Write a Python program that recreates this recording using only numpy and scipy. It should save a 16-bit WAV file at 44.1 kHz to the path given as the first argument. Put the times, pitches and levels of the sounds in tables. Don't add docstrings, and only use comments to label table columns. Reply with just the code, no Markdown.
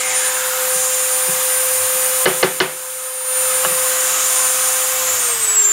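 import sys
import numpy as np
from scipy import signal
from scipy.io import wavfile
from scipy.ndimage import uniform_filter1d, minimum_filter1d

SR = 44100
rng = np.random.default_rng(int(sys.argv[2]) if len(sys.argv) > 2 else 0)


def volts_from_decibels(level):
    exponent = np.asarray(level, float) / 20
    return 10 ** exponent


def generate_wav(sig):
    pcm = np.round(np.clip(np.atleast_2d(sig).T, -1, 1) * 32767).astype(np.int16)
    wavfile.write(sys.argv[1], SR, pcm)


N = 252247

CONTACT_S = [
    .743,
    1.276,
    1.936,
    2.2568,
    2.4277,
    2.6019,
    3.651,
    3.702,
]
# kind, weight into bench/dB, knock of board/dB, snap of edge and pipe/dB
CONTACT_LEVELS = [
    ("pat", -33.5, -48, -47),
    ("pat", -28, -33, -36),
    ("pat", -43, -45, -46),
    ("knock", -20, -3, 3),
    ("knock", -15.5, -1, 5),
    ("knock", -15, -7, 9),
    ("lay", -30, -27, -17),
    ("lay", -33, -49, -23),
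]


def in_time(rows):
    s, *columns = np.transpose(rows)
    return [np.interp(np.arange(N) / SR, s, c) for c in columns]


def rms_one(x):
    return x / np.sqrt(np.mean(x ** 2) + 1e-20)


def noise():
    return rng.standard_normal(N)


def drift(rate_hz):
    r = np.exp(-80 * np.pi * rate_hz / SR)
    slow = signal.lfilter([1], [1, -2 * r, r * r], rng.standard_normal(N // 40 + 2002))[2000:]
    return np.interp(np.arange(N) / 40, np.arange(len(slow)), rms_one(slow))


def band(x, low_hz, high_hz, order=2):
    return signal.sosfilt(signal.butter(order, [low_hz, high_hz], "band", fs=SR, output="sos"), x)


def ring(clicks, hz, t60_s):
    r = volts_from_decibels(-60 / (t60_s * SR))
    w = 2 * np.pi * hz / SR
    return signal.lfilter([0, np.sin(w)], [1, -2 * r * np.cos(w), r * r], clicks + 1e-18)


def tool():
    # t/s, nearness as case roar level/dB, vents turned to the microphone/dB
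    hand = [(0, -23.5, -1), (.05, -24.5, -2.5), (.17, -23.5, 0), (.35, -25, -3.5), (.68, -25.5, -4),
            (.81, -28, 3.5), (1.16, -27.5, -1.5), (1.4, -27.5, -1.5), (1.7, -28, -4), (2.23, -29.5, -2.5),
            (3.45, -26, -4), (3.6, -25.5, -5), (3.8, -26, -3), (4.16, -25.5, 1), (4.65, -27.5, 1.5),
            (4.99, -28.5, 1), (5.1, -28, 2), (5.72, -27, 0)]
    # t/s, hollow resonance f/Hz, its level against the roar/dB
    grip = [(0, 2200, 0), (.12, 2177, 0), (.2, 1710, -8), (.45, 1473, -1), (.75, 1272, -9),
            (2.2, 1249, -11.5), (4.0, 1300, -6), (5.72, 1279, -6.5)]
    speed = shaft_speed()
    near_db, aim_db = in_time(hand)
    hollow_hz, hollow_db = in_time(grip)

    slowed_db = 20 * np.log10(speed / 515.4)
    roar_db = near_db + 2.27 * slowed_db
    mid_db = roar_db - 1.2 + 0.22 * aim_db
    jet_db = near_db + aim_db + 3 * slowed_db
    top_db = -26.5 + 0.36 * (near_db - near_db.mean()) - 0.32 * aim_db + 4.9 * slowed_db
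    top_db = top_db - 8 * np.log2(hollow_hz / hollow_hz.min())

    angle = 2 * np.pi * np.cumsum(speed) / SR
    tones = shaft_tones(speed, angle, roar_db)
    pulsing = 1 + .05 * np.sin(angle)
    hiss = air_hiss(mid_db, jet_db, top_db, aim_db)
    roar = volts_from_decibels(roar_db - 3.0) * case_roar(hollow_hz, hollow_db)
    return np.sqrt(2) * tones + yard(roar + pulsing * hiss)


def shaft_speed():
    full_speed, cold_loss, warm_s = 515.4, 3.7, 1.05
    switch_off_s, coast_per_s = 5.113, .423
    t = np.arange(N) / SR
    running = full_speed - cold_loss * np.exp(-t / warm_s)
    return running * np.exp(-coast_per_s * np.maximum(t - switch_off_s, 0))


def shaft_tones(speed, angle, roar_db):
    # t/s, level/dB
    unbalance = [(0, -29.5), (.34, -30), (.64, -25), (.79, -27.5), (1.13, -29.5), (2.6, -28.5),
                 (3.21, -26.5), (3.79, -26), (3.91, -27), (4.18, -33.5), (5.06, -31.5), (5.12, -33),
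                 (5.21, -38.5), (5.32, -35), (5.38, -41), (5.72, -39)]
    multiples = [1.5, 2, 2.5, 3, 7, 8, 14, 16, 19, 24]
    multiples_db = [-18, -15.5, -16.5, -18, -25, -21.5, -14, -18, -33, -37]
    unbalance_db = in_time(unbalance)[0]
    whine_db = whine_level()
    blades = 18 * angle + .15 * drift(30)
    tones = volts_from_decibels(unbalance_db + 0.6 * drift(14)) * np.sin(angle)
    tones += volts_from_decibels(whine_db + 1.0 * drift(17)) * np.sin(blades)
    tones += volts_from_decibels(whine_db - 28) * np.sin(2 * blades)
    powered = np.clip((speed - 490) / 20, .25, 1)
    for multiple, db in zip(multiples, multiples_db):
        level = volts_from_decibels(roar_db + db + 3.9 * drift(6.5))
        tones += powered * level * np.sin(multiple * angle + 0.59 * drift(2.8))
    return tones


def whine_level():
    # t/s, level/dB
    beam = [(0, -25), (.17, -17.5), (.38, -21), (.55, -29), (.72, -21), (1.13, -20), (1.48, -21.5),
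            (2.1, -24), (2.77, -24), (3.31, -16.5), (3.76, -21.5), (4.05, -19), (4.4, -20.5), (4.85, -24),
            (5.05, -37), (5.16, -26), (5.44, -19.5), (5.72, -13)]
    # t/s, depth/dB, half length/s
    nulls = [(0.123, 11, 0.036), (.21, 5, 0.039), (.32, 18, .025), (0.414, 10, .05), (0.524, 16, .025),
             (.585, 8, 0.037), (0.669, 7, 0.037), (.89, 3, 0.11), (1.07, 2, .07), (1.363, 4.5, 0.14),
             (3.651, 3.5, 0.069), (3.967, 9, 0.071), (4.167, 11, 0.16), (4.97, 9, .04), (5.11, 26, .03),
             (5.173, 14, 0.027), (5.382, 9, 0.052), (5.465, 12, 0.013), (5.536, 4, .05), (5.642, 17, 0.015),
             (5.702, 4, 0.058)]
    t = np.arange(N) / SR
    dips_db = sum(db * np.maximum(1 - np.abs(t - s) / half_s, 0) for s, db, half_s in nulls)
    return in_time(beam)[0] - dips_db


def air_hiss(mid_db, jet_db, top_db, aim_db):
    # f/Hz, width/Hz, level/dB
    vent_peaks = [(7065, 490, -2.5), (6530, 680, -7), (7495, 240, -8)]
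    # f/Hz, width/Hz, level/dB
    top_peaks = [(9950, 3900, 6), (12500, 1600, 1), (14700, 1000, -1.5)]
    jet = resonant_noise(vent_peaks, patchy_db=0.96)
    high = band(resonant_noise(top_peaks, patchy_db=0.6), 5900, 21000)
    mid = rms_one(band(noise(), 2360, 5200))
    shadow = np.clip(.55 + .02 * aim_db, 0, 1)
    hiss = volts_from_decibels(mid_db - 1.37) * (mid - shadow * band(mid, 3940, 4620, order=1))
    hiss += volts_from_decibels(jet_db) * jet / np.std(band(jet, 5330, 7050, order=4))
    hiss += volts_from_decibels(top_db) * high / np.std(band(high, 10500, 14000, order=4))
    return hiss


def resonant_noise(peaks, patchy_db):
    out = 0
    for hz, width_hz, db in peaks:
        peak = band(noise(), hz - width_hz / 2, hz + width_hz / 2, order=1) / np.sqrt(width_hz)
        out = out + volts_from_decibels(db + patchy_db * drift(4.0)) * peak
    return out


def case_roar(hollow_hz, hollow_db):
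    # f/Hz, level per Hz/dB
    roar_spectrum = [(30, -54), (60, -34), (100, -23.5), (200, -14), (300, -15), (450, -13), (600, -3.5),
                     (770, -10), (1010, 1), (1300, -2.5), (1700, 0.5), (2300, -4.5), (3300, -9.5)]
    out = 0
    edges_hz = 36 * 2 ** np.arange(0, 6.4, 1 / 3)
    hz, db = np.transpose(roar_spectrum)
    for low, high in zip(edges_hz, edges_hz[1:]):
        level_db = np.interp(np.log(low * high) / 2, np.log(hz), db)
        out = out + volts_from_decibels(level_db + 0.62 * drift(9.5)) * band(noise(), low, high)
    out = out / np.std(band(out, 650, 2800))
    low_pass = signal.butter(2, 130, fs=SR, output="sos")
    slow = signal.sosfilt(low_pass, rng.standard_normal((2, N)))
    turn = 2 * np.pi * np.cumsum(hollow_hz) / SR
    hollow = rms_one(slow[0] * np.cos(turn) + slow[1] * np.sin(turn))
    return out + volts_from_decibels(hollow_db) * hollow


def yard(x):
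    # delay/ms, level/dB, wander/ms
    echoes = [
        (2.5, -13, .15),
        (5.6, -12, .04),
    ]
    out = x.copy()
    for delay_ms, db, wander_ms in echoes:
        late = np.arange(N) - (delay_ms + wander_ms * drift(.5)) * SR / 1000
        out += volts_from_decibels(db) * np.interp(late, np.arange(N), x)
    return out


def knocks():
    kinds = {"pat": (0, -4, -3), "knock": (-15.5, 2.5, -1), "lay": (-20, -26, 0)}
    # f/Hz, level/dB, t60/s
    edge_modes = [(700, -2, .015), (1200, -2, .02), (2100, -3, .02), (2950, -3, .025), (4300, -7, .02),
                  (5300, -12, .012)]
    # f/Hz, level/dB, t60/s
    pipe_modes = [(930, -13, .05), (1180, -11, .05), (1500, -4, .04), (1720, 0, .04), (2050, -2, .03),
                  (2950, -3, .04)]
    # f/Hz, level/dB, t60/s
    board_knock = [(530, 3, .06), (455, -5, .1), (585, -8, .1), (686, -6, .03), (790, -16, .08)]
    # f/Hz, level/dB, t60/s
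    board_ring = [(375, -5, .3), (320, -8, .1), (380, -5, .3), (350, -6, .15)]
    # f/Hz, level/dB, t60/s
    bench_modes = [(125, -11, .25), (155, -4, .4), (183, 0, .22), (205, -5, .15)]
    laid_s = [3.635, 3.648, 3.654, 3.72, 3.845]
    laid_db = [-26, -5, -15, -17, -21]
    # f/Hz, level/dB, t60/s
    flat_modes = [(600, -4, .025), (850, -3, .025), (1100, -1, .05), (1350, -1, .025), (1650, -3, .025),
                  (2900, -4, .025)]
    thud_db, knock_db, snap_db = np.transpose([row[1:] for row in CONTACT_LEVELS])
    ring_db, tick_db, slap_db = np.transpose([kinds[row[0]] for row in CONTACT_LEVELS]) + snap_db
    out = strike(CONTACT_S, edge_modes, tick_db - 4, delay_s=0)
    out += strike(CONTACT_S, pipe_modes, slap_db - 3, delay_s=.0035, spread_s=.001)
    out += strike(CONTACT_S, board_knock, knock_db, delay_s=.0005)
    out += strike(CONTACT_S, board_ring, ring_db + 3, delay_s=.0032)
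    out += strike(CONTACT_S, bench_modes, thud_db - 1.5, delay_s=.0038)
    out += dying_noise(tick_db, 0, [(700, 4800, -14, .045), (3000, 5600, -15, .03)])
    out += dying_noise(slap_db, 0.0026, [(240, 1740, -16.5, 0.33), (1300, 3300, -22.5, 0.44),
                                         (3350, 8900, -15.5, 0.1)])
    out += strike(laid_s, flat_modes, np.array(laid_db) - 4, delay_s=0)
    return signal.sosfilt(signal.butter(4, 5600, fs=SR, output="sos"), out)


def strike(times_s, modes, blow_db, delay_s, spread_s=0):
    late, force = rng.random((2, len(times_s)))
    colour = rng.standard_normal((len(times_s), len(modes)))
    at = np.round((np.array(times_s) + delay_s + spread_s * late) * SR).astype(int)
    out = 0
    for k, (hz, db, t60_s) in enumerate(modes):
        clicks = np.zeros(N)
        height = (.7 + .3 * force) * volts_from_decibels(blow_db + db + 1.5 * colour[:, k])
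        np.add.at(clicks, at, (-1) ** k * height)
        out = out + ring(clicks, hz, t60_s)
    return out


def dying_noise(level_db, delay_s, bands):
    start = np.zeros(N)
    start[np.round((np.array(CONTACT_S) + delay_s) * SR).astype(int)] = volts_from_decibels(level_db)
    out = 0
    for low_hz, high_hz, db, t60_s in bands:
        dying = signal.lfilter([1], [1, -volts_from_decibels(-60 / (t60_s * SR))], start)
        out = out + volts_from_decibels(db) * dying * rms_one(band(noise(), low_hz, high_hz))
    return out


def low_hum():
    # peak t/s, level/dB, half length/s
    swells = [(.15, -55, .3), (.95, -55, 0.29), (1.797, -53.5, 0.28), (2.951, -55, 0.096),
              (3.55, -51.5, 0.31), (4.4, -58, 0.484), (5.081, -50, .1), (5.432, -54, 0.2)]
    t = np.arange(N) / SR
    swell = sum(volts_from_decibels(db) * np.exp(-((t - s) / half_s) ** 2) for s, db, half_s in swells)
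    drone = swell * rms_one(band(noise(), 91.5, 109))
    return drone + volts_from_decibels(-59.5) * rms_one(band(noise(), 17, 98))


def scene():
    mono = tool() + low_hum() + knocks()
    return np.array([mono, mono])


def gain_control():
    start_db, creep_db_per_s = -1.5, 1.8542
    duck_db, sink_db, sink_s, threshold_db = 3.4, .8, .1, -10
    recover_s, recover_length_s, recover_db = 3.168, 0.28, 7
    t = np.arange(N) / SR
    recovery = np.sin(np.pi / 2 * np.clip((t - recover_s) / recover_length_s, 0, 1)) ** 2
    gain_db = start_db + creep_db_per_s * t + recover_db * recovery
    for s, (*_, snap_db) in zip(CONTACT_S, CONTACT_LEVELS):
        if snap_db > threshold_db:
            sinking_db = sink_db * (1 - np.exp(-np.maximum(t - s, 0) / sink_s))
            gain_db = gain_db - (t > s) * (duck_db + sinking_db)
    return gain_db


def limiter(x):
    over_db = np.maximum(20 * np.log10(np.abs(x[0]) + 1e-9) + .6, 0)
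    fall_db = 400 * np.arange(N) / SR
    held_db = np.maximum.accumulate(over_db + fall_db) - fall_db
    ahead_db = -minimum_filter1d(-held_db, size=221, origin=-110)
    return x * volts_from_decibels(-uniform_filter1d(ahead_db, size=41))


def whine_spill():
    centre_s, half_s, level_db = 5.648, 0.019, -14
    window = np.cos(np.pi / 2 * np.clip((np.arange(N) / SR - centre_s) / half_s, -1, 1))
    return volts_from_decibels(level_db) * window * rms_one(band(rng.standard_normal((2, N)), 6640, 7620, order=4))


def top_cut(x):
    return signal.sosfilt(signal.butter(12, 16820, fs=SR, output="sos"), x)


def record(dry):
    x = signal.sosfilt(signal.butter(2, 65, "high", fs=SR, output="sos"), dry)
    x = limiter(x * volts_from_decibels(gain_control()))
    x = signal.sosfilt(signal.ellip(14, .2, 70, 15760, fs=SR, output="sos"), x)
    mix = np.clip(x + whine_spill(), -1, 1)
    return top_cut(mix)


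dry = scene()
out = record(dry)
generate_wav(out)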